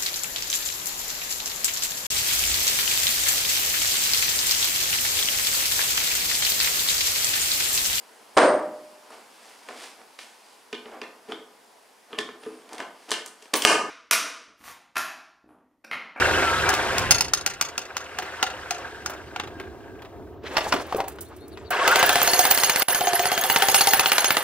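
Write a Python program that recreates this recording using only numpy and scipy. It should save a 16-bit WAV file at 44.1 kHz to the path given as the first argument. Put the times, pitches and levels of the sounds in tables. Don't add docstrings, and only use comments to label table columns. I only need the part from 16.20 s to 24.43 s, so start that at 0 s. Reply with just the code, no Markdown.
import sys
import numpy as np
from scipy import signal
from scipy.fft import rfft, irfft, next_fast_len
from scipy.io import wavfile
from scipy.ndimage import uniform_filter1d, map_coordinates

SR = 44100
rng = np.random.default_rng(int(sys.argv[2]) if len(sys.argv) > 2 else 0)


def wrap_up_sound(samples):
    columns = np.atleast_2d(samples).T
    tamed = np.clip(columns, -1, 1)
    steps = np.round(tamed * 32767).astype(np.int16)
    wavfile.write(sys.argv[1], SR, steps)


def convert_level_to_amplitude(level_db):
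    exponent = np.asarray(level_db, float) / 20
    return 10 ** exponent


N = 362943


def unit(x):
    return x / np.sqrt(np.mean(x ** 2) + 1e-20)


def along(points, hz):
    f, v = np.transpose(points)
    return np.interp(np.log(hz + 1), np.log(f + 1), v)


def curves(rows):
    s, *cols = np.transpose(rows)
    return [np.interp(np.arange(N) / SR, s, c) for c in cols]


def within(rows):
    t = np.arange(N) / SR
    return uniform_filter1d(1. * (t >= rows[0][0]) * (t <= rows[-1][0]), size=132)


def wobble(rate):
    coarse = np.arange(0, N + 32, 32)
    knots = rng.standard_normal(int(N * rate / SR) + 4)
    return np.interp(np.arange(N), coarse, map_coordinates(knots, [coarse * rate / SR]))


def filtered(x, response):
    m = next_fast_len(x.shape[-1] + 4096)
    return irfft(rfft(x, m) * response(np.fft.rfftfreq(m, 1 / SR)), m)[..., :x.shape[-1]]


def humps(hz, peaks, base_db):
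    return np.sqrt(convert_level_to_amplitude(base_db) ** 2 + sum(convert_level_to_amplitude(db) ** 2 / (1 + (2 * (hz - c) / w) ** 2) for c, w, db in peaks))


def rush(gain, lumps_db, rate):
    return unit(convert_level_to_amplitude(lumps_db * wobble(rate)) * filtered(rng.standard_normal((2, N)), gain))


def patchy(x, depth_db):
    z = signal.stft(x, nperseg=256)[2]
    field = uniform_filter1d(rng.standard_normal(z.shape[1:]), size=4, axis=0)
    field = uniform_filter1d(field, size=5, axis=1)
    return unit(signal.istft(z * convert_level_to_amplitude(depth_db * unit(field)), nperseg=256)[1][:, :N])


def ring(modes, t, scatter_db):
    hz, db, t60 = np.transpose(modes)[:, :, None]
    luck = rng.standard_normal((2, 2, len(hz), 1))
    decay = convert_level_to_amplitude(db + scatter_db * luck[0] - 60 * t / t60)
    return (decay * np.sin(2 * np.pi * hz * t + 2 * luck[1])).sum(1)


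def add(track, s, x):
    at = track[:, round(s * SR):][:, :x.shape[-1]]
    at += x[..., :at.shape[1]]


def since_blow(times):
    t, times = np.arange(N) / SR, np.append(0, times)
    return t - times[np.searchsorted(times, t, side="right") - 1]


# start_s, share
LOAD = [(5.66, 0), (5.85, .3), (6.08, .96)]
# pitch_hz, level_db (per Hz)
RATTLE = [(1880, -4.5), (3200, 4.5), (6580, -0.5), (8610, -0.5), (9400, -7), (15200, -18), (16000, -50.5)]
# pitch_hz, level_db (per Hz)
JANGLE = [(2600, -15.5), (3600, -11), (7500, -6), (12500, 1), (15500, -5.5)]
JANGLE_FOLLOWS = 0.83, 0.37


def steel_rattle(times):
    hiss = rush(lambda f: convert_level_to_amplitude(along(RATTLE, f)), lumps_db=.5, rate=200)
    bands = [(hz, 1.5 * width, db - 3 * (hz < 7000) - 5 * (hz > 14500)) for hz, width, db in STEEL]
    jangle = rush(lambda f: convert_level_to_amplitude(along(JANGLE, f)) * humps(f, bands, base_db=-31), lumps_db=2.5, rate=150)
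    jangle = patchy(jangle, depth_db=6)
    s, _, low_db, high_db, _ = np.transpose(FINDING + HOLDING)
    last = np.maximum(np.searchsorted(s, np.arange(N) / SR) - 1, 0)
    high = filtered(jangle, lambda f: np.clip(f / 2000 - 3.7, 0, 1))
    low_follows, high_follows = JANGLE_FOLLOWS
    low = convert_level_to_amplitude(low_follows * (low_db[last] + 35)) * (jangle - high)
    jangle = low + convert_level_to_amplitude(high_follows * (high_db[last] + 22.5)) * high
    dying = convert_level_to_amplitude(-0.5 - 128 * np.minimum(since_blow(times), .07))
    load = curves(LOAD)[0]
    return np.sqrt(1 - load) * hiss + np.sqrt(load) * jangle * dying


# start_s, mesh_db, fan_db
TONES = [(0, -1, -1), (.3, 1, 0), (.45, 0, -1), (.6, -4, -6), (.75, -4, -2), (.88, 8, 8), (5.5, -2, 0),
         (5.65, 0, -3), (5.74, 3, -3), (5.81, -2, 0), (5.89, 2, 2), (5.97, 2, 1), (6.05, -10, -8),
         (6.6, -11, -6), (6.8, -8, 2), (7.2, -8, 3), (7.45, -11, -3), (8.23, -8, -3)]
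# start_s, share of its pitch
FAN_DRIFT = [(6.0, 1), (6.7, .962), (7.35, 1.015), (8.23, 1)]
COAST_HZ, SAG_HZ_PER_S = 1490, 520
FADE_S = 1.0
FULL_HZ, FULL_S, CLIMB_HZ_PER_S2 = 1747, 5.985, 4800


def gear_tones(times, db, up):
    t, load = np.arange(N) / SR, curves(LOAD)[0]
    coasting_hz = COAST_HZ - SAG_HZ_PER_S * t
    climbing_hz = FULL_HZ - CLIMB_HZ_PER_S2 * np.maximum(FULL_S - t, 0) ** 2
    mesh_hz = np.maximum(np.where(t < MOVE[1], coasting_hz, climbing_hz), 300)
    tone = (up + np.clip((FADE_S - t) * 10, 0, 1)) * convert_level_to_amplitude(db) * (mesh_hz / FULL_HZ) ** 2.6
    mesh_db, fan_db = curves(TONES)

    def angle(hz, unsteady):
        jitter = (.006 + unsteady * load ** 3) * wobble(60)
        return 2 * np.pi * np.cumsum(hz * (1 + jitter)) / SR

    stroke_db = 6 * up * np.cos(2 * np.pi * (since_blow(times) - .052) / .064)
    mesh = convert_level_to_amplitude(mesh_db + 4 * wobble(35) + stroke_db) * np.sin(angle(mesh_hz, .01))
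    fan_hz = 1.87 * mesh_hz * curves(FAN_DRIFT)[0]
    fan = convert_level_to_amplitude(fan_db - 7.5 + 4 * wobble(25)) * np.sin(angle(fan_hz, .018))
    return tone * (mesh + fan)


# start_s, level_db
MOTOR = [
    [(0, -21), (.82, -26), (1.0, -36.5), (1.1, -43), (1.7, -45), (2.15, -37.5), (2.65, -40.5), (3.3, -49.5),
     (3.8, -55), (4.2, -60.5)],
    [(5.506, -25.5), (5.6, -24), (5.67, -19), (5.83, -21.5), (5.98, -26), (6.33, -29.5), (7.11, -32),
     (7.6, -30), (8.23, -32.5)],
]
# pitch_hz, level_db (per Hz)
ROAR = [(120, -34.5), (200, -16), (512, -7.5), (608, -3), (695, -1), (1300, -4.5), (1690, -59),
        (2860, -120)]
# pitch_hz, level_db (per Hz)
RASP = [(530, -36), (900, -6), (1080, -1.5), (1680, 0), (3960, -12), (4200, -18), (5460, -15.5),
        (9240, -120)]
# pitch_hz, width_hz, level_db
CASING = [(390, 43, 4.5), (515.5, 28, 5.5), (705, 120, -3.5), (925, 14, 0), (1540, 280, -4),
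          (1580, 37, -6.5), (2052, 11, 0), (2780, 570, -7.5)]
# start_s, level_db
SHAKE = [(0, -39), (.9, -36), (1.2, -46.5), (1.5, -66), (2.3, -56.5), (4.2, -62.5)]
ROAR_DB, ROAR_LOADED_DB, IDLE_DB = -6, 3.5, -48.5
RATTLE_DB, RATTLE_LOADED_DB = -10.5, 20
SURGE_DB, SURGE_S = 3.5, 0.12
CLATTER_DB, CLATTER_S = 3, 0.079
SHAKE_HZ = 137
WHINE_HZ, WHINE_DB = 1600, -7.5


def motor(times):
    roar = rush(lambda f: convert_level_to_amplitude(along(ROAR, f)) * humps(f, CASING, base_db=-11), lumps_db=2, rate=70)
    rasp = rush(lambda f: convert_level_to_amplitude(along(RASP, f)) * humps(f, CASING, base_db=-10), lumps_db=2, rate=120)
    rasp = patchy(rasp, depth_db=3.5)
    t, load = np.arange(N) / SR, curves(LOAD)[0]
    down, up = (within(rows) for rows in MOTOR)
    db = curves(MOTOR[0] + MOTOR[1])[0]
    surge_db = up * SURGE_DB * np.exp(-np.abs(t - MOTOR[1][0][0]) / SURGE_S)
    casing = np.hypot(convert_level_to_amplitude(db + ROAR_DB + ROAR_LOADED_DB * load + surge_db), down * convert_level_to_amplitude(IDLE_DB))
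    rattle = convert_level_to_amplitude(db + RATTLE_DB + load * RATTLE_LOADED_DB - 2.1 * surge_db) * steel_rattle(times)

    after = since_blow(times) / CLATTER_S
    clatter_db = CLATTER_DB * (after * np.exp(1 - after) - .5) + 1.2 * wobble(30)
    clumps = convert_level_to_amplitude(clatter_db * down * (t > FADE_S))
    out = (down + up) * (clumps * (casing * roar + convert_level_to_amplitude(db - 1.04) * rasp) + rattle)

    shake = rush(lambda f: f / SHAKE_HZ / (1 + (f / SHAKE_HZ) ** 4), lumps_db=3.5, rate=7.4)
    out += down * convert_level_to_amplitude(curves(SHAKE)[0]) * shake
    whine = rush(lambda f: 1 / (1 + ((f - WHINE_HZ) / 60) ** 2), lumps_db=3, rate=10)
    singing = np.clip(t - 2, 0, 1) * np.clip((3.9 - t) * 8, 0, 1)
    out += down * singing * convert_level_to_amplitude(db + WHINE_DB + 5 * np.clip(t - 2.5, 0, 1)) * whine
    out[0] += gear_tones(times, db, up)
    return out


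# start_s, level_db
TRAFFIC = [(0, -33.5), (.78, -37.5), (1.26, -50), (1.65, -53.5), (3.07, -44.5), (4.6, -44), (6.07, -48),
           (6.49, -75), (8.23, -77)]
# pitch_hz, level_db (per Hz)
RUMBLE = [(15, -51.5), (25, -28.5), (75, 1.5), (168, -14.5), (361, -1), (452, -3.5), (487, -22.5),
          (687, -10.5), (900, -52.5), (1170, -70), (1980, -120)]
# start_s, length_s, from_hz, to_hz, level_db
BIRD = [(3.06, .05, 4200, 4400, -60), (5.045, .05, 3500, 4400, -58), (5.19, .08, 3900, 4200, -56),
        (5.31, .05, 4600, 3600, -53), (5.35, .03, 2600, 2750, -57), (5.385, .03, 8000, 6400, -60),
        (5.45, .047, 4500, 3900, -51)]
# start_s, level_db
KEYS = [(5.165, -53), (5.206, -52), (5.329, -53)]
# pitch_hz, level_db, t60_s
KEY_RING = [(9600, -4, .12), (10800, -3, .2), (12100, 0, .08)]


def yard():
    out = convert_level_to_amplitude(curves(TRAFFIC)[0] + 1.5) * rush(lambda f: convert_level_to_amplitude(along(RUMBLE, f)), lumps_db=1.1, rate=9)
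    out += convert_level_to_amplitude(-67.5) * rng.standard_normal((2, N))
    for s, length, from_hz, to_hz, db in BIRD:
        u = np.arange(round(length * SR)) / (length * SR)
        arch = 250 * (1 - np.cos(np.pi * u)) / np.pi
        turns = 2 * np.pi * length * (from_hz * u + (to_hz - from_hz) * u ** 2 / 2 + arch)
        voices = np.sin(turns) + .6 * np.sin(.87 * turns)
        add(out, s, convert_level_to_amplitude(db) * np.sin(np.pi * u) * voices * (1 + .5 * np.sin(turns / 40)))
    for s, db in KEYS:
        add(out, s, convert_level_to_amplitude(db) * ring(KEY_RING, np.arange(SR // 5) / SR, scatter_db=2))
    return out


# start_s, peak_db, steel_ring_db, slab_ring_db
COASTING = [(0.4901, -11, -2, 4), (0.5382, -15, -2.5, -14), (0.7813, -12, -2, -17.5), (0.908, 0, 6, -12),
            (1.0075, -10, 3.5, -37.5), (1.1349, -10, 6, -28), (1.262, -9.5, 1, -10),
            (1.4113, -8, -1.5, -15), (1.5784, -13, -9, -11), (1.767, -14, -13, -16),
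            (1.9858, -13, -23, -1.5), (2.2271, -3.5, -27, -6), (2.5075, -12, -6.5, 0.5),
            (2.8597, -15.5, -3, -7), (3.1606, -15, -57, -5), (3.198, -11.5, -53, -11)]
# start_s, peak_db, low_steel_db, high_steel_db, slab_ring_db
FINDING = [(5.6765, -1.5, -25, -18, -7), (5.7571, -2.5, -27, -20, -5), (5.8269, 0.5, -40, -20, -2.5),
           (5.8919, -1.5, -31, -18, -6.5), (5.9556, -3, -39, -20, -4), (6.0158, -5.5, -32, -22, -10),
           (6.0746, -7, -27.5, -25, -6.5), (6.1331, -6, -24, -24, -7), (6.191, -5.5, -20.5, -15, -3.5),
           (6.2516, -3.5, -30, -21, -16), (6.3101, -3, -24.5, -17, -6), (6.3744, -6.5, -28, -20, -27),
           (6.4344, -5, -23, -18, -11), (6.4957, -2.5, -27.5, -25, -9.5), (6.559, -7, -25.5, -23, -19),
           (6.6202, -6.5, -31, -20, -13)]
# start_s, peak_db, low_steel_db, high_steel_db, slab_ring_db
HOLDING = [(6.6831, -15, -28, -16, -12.5), (6.7463, -11.5, -30.5, -14, -17), (6.8075, -12, -36, -32, -4),
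           (6.8703, -11, -33.5, -38, -2), (6.9316, -11.5, -29.5, -23, -1), (6.9934, -10, -30, -32.5, -4),
           (7.0549, -8, -33, -33.5, -8.5), (7.1163, -9, -29, -31, -5), (7.1764, -8.5, -36, -36, -14),
           (7.2371, -11, -28, -19.5, -8.5), (7.2987, -5, -28.5, -17.5, -5.5), (7.3598, 0.5, -27, -22, -3.5),
           (7.4214, -1.5, -29, -21.5, -2), (7.4842, -3.5, -21.5, -21, -4), (7.5441, 0, -18.5, -14, -6),
           (7.6082, -2, -26.5, -23, -5), (7.671, -4, -22, -16, -1.5), (7.7336, -0.5, -30, -16, -5),
           (7.7945, -0.5, -28.5, -21, -10), (7.8581, -3.5, -28.5, -30, -9.5), (7.9174, 0, -32, -16, -12),
           (7.981, -0.5, -29, -20.5, -13), (8.0435, -2.5, -28.5, -23.5, -11), (8.1049, -2, -38, -20, -17),
           (8.1679, -2, -42, -22, -15)]
# start_s, pitch_hz
SLAB_PITCH = [(5.67, 806), (5.83, 714), (6.3, 705), (6.4, 840), (6.62, 794), (6.7, 705), (7.2, 710),
              (7.36, 788), (7.73, 750), (7.9, 813), (8.17, 838)]
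HIGH_RING_DB, DULLS_DB_PER_S = 0, 6
IDLE_SLAB_HZ, LUCK_HZ = 750, 20


def strikes():
    s, db, low_db, slab_db = np.transpose(COASTING)
    high_db = low_db + HIGH_RING_DB - DULLS_DB_PER_S * s
    slab_hz = IDLE_SLAB_HZ + LUCK_HZ * rng.standard_normal(len(s))
    idle = np.column_stack([s, db, low_db, high_db, slab_db, slab_hz])
    s, db, *rings_db = np.transpose(FINDING + HOLDING)
    slab_hz = np.interp(s, *np.transpose(SLAB_PITCH)) + LUCK_HZ * rng.standard_normal(len(s))
    return np.vstack([idle, np.column_stack([s, db, *(rings_db - db), slab_hz])])


# pitch_hz, width_hz, level_db
STEEL = [(2040, 50, -8), (2845, 50, -6), (4360, 56, -9), (4550, 41, -12), (5290, 35, -11), (6520, 47, -8),
         (8370, 64, -18), (8800, 51, -16), (10300, 40, -8), (10700, 110, -14), (11300, 44, -11),
         (13200, 65, -19), (13800, 38, -11), (15000, 39, 0)]
# pitch_hz, width_hz, level_db
LOOSE = [(2750, 110, -7), (4500, 70, -6), (5280, 50, -3), (6240, 60, -7), (6500, 60, -3), (8380, 90, -8),
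         (8860, 45, -8), (10300, 50, -11), (10700, 80, -15), (11300, 45, -15), (13200, 160, -21),
         (15000, 60, -18)]
# ratio to the slab pitch, level_db, t60_s
SLAB = [(.54, -7, 0.036), (1.001, -2.5, 0.09), (1.13, -4, .06)]
# pitch_hz, level_db, t60_s
BARREL = [(1399, -11, .05), (2177, -28.5, 0.035)]
# pitch_hz, level_db
CRACK = [(300, -11), (900, 0.5), (1600, 0), (2800, -2), (5000, -6.5), (9000, -10.5), (16000, -14.5)]


def blow(pressed, low_db, high_db, slab_db, slab_hz, thump_db):
    t = np.arange(SR // 7) / SR
    body, low_ring_db, high_ring_db = (STEEL, 6, -1.5) if pressed else (LOOSE, -4, -1)
    ring_s_hz = 2.5 if pressed else 1.8
    rings_db = [low_db + low_ring_db, high_db + high_ring_db]
    steel = [(hz, level + np.interp(hz, [6500, 10000], rings_db), ring_s_hz / width) for hz, width, level in body]
    slab = [(ratio * slab_hz, level, t60) for ratio, level, t60 in SLAB]
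    wide = [(hz, 4 * width, level + 13) for hz, width, level in body]

    def tilt(f):
        lean_db = np.interp(f, [3500, 4960, 7200, 10100], [0, low_db + 21.0, low_db + 25.5, high_db + 2])
        return convert_level_to_amplitude(along(CRACK, f) + 0.24 * lean_db)

    def bands(f):
        return tilt(f) * humps(f, wide, base_db=-9)

    crack = 2.2 * filtered(rng.standard_normal((2, len(t))), tilt) * convert_level_to_amplitude(-60 * t / .019)
    chatter = .3 * filtered(rng.standard_normal((2, len(t))), bands) * convert_level_to_amplitude(-60 * t / .09)
    thump = np.sin(2 * np.pi * 150 * t) + 1.27 * np.sin(2 * np.pi * 250 * t)
    thump = convert_level_to_amplitude(thump_db) * thump * convert_level_to_amplitude(-60 * t / 0.025) * [[1], [0]]
    hit = crack + chatter + ring(steel, t, scatter_db=4 if pressed else 3.5) + thump
    hit = hit * np.minimum(t / 0.0016, 1)
    swell = convert_level_to_amplitude(slab_db - 3.5) * ring(slab, t, scatter_db=2.0) * (1 - np.exp(-t / 0.0076))
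    swell = swell + (not pressed) * ring(BARREL, t, scatter_db=-1.5)
    return crack, hit + swell


# start_s, level_db
RETURNS = [(5.711, -24), (5.793, -17), (5.862, -19), (5.928, -21), (7.2118, -13.5)]
# start_s, level_db
SET_DOWN = [(4.369, -10), (4.379, -28), (4.523, -20)]
# start_s, level_db, pitch_hz
THUD = (.908, -9, 120)
REBOUND_DB, REBOUND_FADES_DB_PER_S, PRESSED_REBOUND_DB = -4.5, 5, -17.5


def blows(piston):
    out, t = np.zeros((2, N)), np.arange(SR // 7) / SR
    for s, db, low_db, high_db, slab_db, slab_hz in piston:
        pressed = s > MOVE[1]
        thump_db = -26.5 - db if pressed else -26
        crack, whole = blow(pressed, low_db, high_db, slab_db, slab_hz, thump_db)
        add(out, s, convert_level_to_amplitude(db) * whole)
        rebound_db = PRESSED_REBOUND_DB if pressed else REBOUND_DB - REBOUND_FADES_DB_PER_S * s
        add(out, s + .0125, convert_level_to_amplitude(db + rebound_db) * crack[::-1])
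    for taps, body in ((RETURNS, STEEL[5:]), (SET_DOWN, LOOSE[:3])):
        modes = [(hz, level, 2.05 / width) for hz, width, level in body]
        for s, db in taps:
            tick = .08 * rng.standard_normal((2, len(t))) * convert_level_to_amplitude(-60 * t / 0.0091)
            add(out, s, convert_level_to_amplitude(db) * (tick + ring(modes, t, scatter_db=4.5)))
    out = filtered(out, lambda f: (1j * f / (75 + 1j * f)) ** 3)
    s, db, hz = THUD
    add(out, s, convert_level_to_amplitude(db - 60 * t / 0.027) * np.sin(2 * np.pi * hz * t) * [[1], [.3]])
    return out


# delay_s, level_db, smear_t60_s
WALLS = [
    (.008, -13.5, 0.16),
    (.036, -11, 0.074),
    (.073, -16.5, .04),
]


def walls(x):
    reply, t = np.zeros((2, SR // 5)), np.arange(SR // 10) / SR
    for s, db, t60 in WALLS:
        smear = rng.standard_normal((2, len(t))) * convert_level_to_amplitude(-60 * t / t60)
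        add(reply, s, convert_level_to_amplitude(db) * smear / np.linalg.norm(smear[0]))
    echoes = signal.fftconvolve(x, reply, axes=1)[:, :N]
    return filtered(echoes, lambda f: 1 / (1 + (f / 12000) ** 2))


# start_s, peak_db, knock_db, knock_hz
KNOCKS = [(2.021, -23.5, -9.5, 390), (2.8954, -37, 9, 705), (3.234, -33.5, -15, 393),
          (3.273, -31, -20, 557), (3.3982, -26.5, -9, 385), (3.8193, -30.5, -18, 900),
          (3.848, -36, -11, 412), (4.234, -53, 21.5, 430), (4.3668, -9.5, -3.5, 960),
          (4.3791, -10, -6, 685), (4.4125, -27, -12, 732), (4.5225, -7, -6.5, 930), (4.537, -16, 1, 395),
          (4.583, -36, 8, 396), (4.7227, -27, 7, 750), (4.801, -20.5, 2, 780), (4.8795, -32, -16, 385),
          (4.984, -36, -3, 367), (5.372, -32, -10, 438), (5.5063, -20, -20, 506)]
# start_s, level_db
SPITS = [(2.8954, -47), (4.334, -61), (4.665, -51), (4.765, -39), (4.8794, -37), (5.007, -34.5),
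         (5.163, -54), (5.2784, -53), (5.504, -33)]
# start_s, rise_s, pitch_hz, level_db
HOLLOW = [(4.46, 0.0092, 851, -26.5), (4.708, 0.0065, 737, -34), (4.7245, 0.0013, 1170, -18),
          (4.7465, 0.0015, 496, -14), (4.757, 0.0032, 427, -20.5), (4.768, 0.0024, 1140, -31),
          (4.778, 0.012, 760, -22.5)]
# start_s, level_db
SCRAPE = [(4.2, -53), (4.26, -41), (4.34, -37.5), (4.406, -36.5), (4.47, -35), (4.67, -42.5), (5.03, -51.5),
          (5.29, -50.5), (5.5, -51.5)]
# low_hz, high_hz, level_db (at full force), growth (dB per dB)
DRAG = [
    (304, 1200, -33, 1.25),
    (1100, 3100, -36.5, 1.5),
    (4000, 8700, -41.5, 1.7),
]
HISS_DB = -32


def rubble():
    out, t = np.zeros((2, N)), np.arange(SR // 10) / SR

    def spiky(t60):
        force = convert_level_to_amplitude(8.06 * rng.standard_normal(len(t)) - 60 * t / t60)
        return rng.standard_normal((2, len(t))) * force * np.minimum(t / 0.0026, 1)

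    def fine():
        return 1.33 * filtered(spiky(0.083), lambda f: np.clip(f / 9000, 0, 1) ** 2)

    for s, db, knock_db, hz in KNOCKS:
        grit = 1.3 * filtered(spiky(0.056), lambda f: convert_level_to_amplitude(along(CRACK, f) - f / 500))
        knock = filtered(spiky(36 / hz), lambda f: 1j * f * 90 / (hz * hz - f * f + 1j * f * 90))
        add(out, s, convert_level_to_amplitude(db) * (grit + convert_level_to_amplitude(HISS_DB) * fine() + convert_level_to_amplitude(knock_db + 15.5) * knock))
    for s, db in SPITS:
        add(out, s, convert_level_to_amplitude(db) * fine())
    for s, rise, hz, db in HOLLOW:
        u = np.arange(SR // 7) / SR / rise
        wander = 0.12 * np.cumsum(rng.standard_normal(len(u)))
        rock = u * np.exp(1 - u) * np.sin(2 * np.pi * hz * rise * u + wander)
        add(out, s, convert_level_to_amplitude(db) * rock * [[1], [.2]])
    force_db = curves(SCRAPE)[0] + 34
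    for low_hz, high_hz, db, grows in DRAG:
        band = lambda f: 1 / (1 + (low_hz / (f + 1)) ** 3) / (1 + (f / high_hz) ** 3)
        out += within(SCRAPE) * convert_level_to_amplitude(db + grows * force_db) * rush(band, lumps_db=4.0, rate=47)
    return out


# pitch_hz, likeness
ALIKE = [(30, .3), (80, .75), (160, .55), (350, .92), (700, .93), (1400, .85), (2800, .74), (8000, .62)]


def paired(x):
    turn = lambda hz: np.arccos(np.clip(along(ALIKE, hz), -1, 1)) / 2
    mid, side = filtered(x, lambda hz: np.array([np.cos(turn(hz)), np.sin(turn(hz))]))
    return np.array([mid + side, mid - side])


def scene():
    piston = strikes()
    hits = blows(piston) + rubble()
    return paired(hits + walls(hits) + motor(piston[:, 0]) + yard())


# pitch_hz, level_db
SIDES = [(60, 0), (110, -3.5), (200, 0.5), (380, -0.5), (700, 0.0), (1290, 0.5), (2380, 0.5), (4400, 1.0),
         (8120, -0.5), (15000, -6.5)]


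def ports(x, lead):
    def port(f, side):
        return convert_level_to_amplitude(side * along(SIDES, f) / 2) * np.exp(1j * np.pi * f * lead * side)
    return filtered(x, lambda f: np.array([port(f, 1), port(f, -1)]))


def low_pass(x):
    return signal.sosfilt(signal.butter(12, 16830, fs=SR, output="sos"), x)


# start_s, end_s
MOVE = (4.1, 4.3)
# before_s, after_s the tool moves
LEAD = (62e-6, -45e-6)
# start_s, end_s, level_db
GAP = (6.632, 6.683, -20)
# pitch_hz, level_db
TOP = [(15700, 0), (15950, -21), (16700, -24), (16900, -70)]


def record(dry):
    moved = curves([(MOVE[0], 0), (MOVE[1], 1)])[0]
    x = (1 - moved) * ports(dry, LEAD[0]) + moved * ports(dry, LEAD[1])
    start, end, db = GAP
    x = x * convert_level_to_amplitude(curves([(start - .002, 0), (start, db), (end - .004, db - 4), (end, 0)])[0])
    rounded = x / (1 + np.abs(x / 0.6) ** 6) ** (1 / 6)
    mix = filtered(rounded, lambda f: convert_level_to_amplitude(along(TOP, f)))
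    return low_pass(mix)


dry = scene()
out = record(dry)
wrap_up_sound(out)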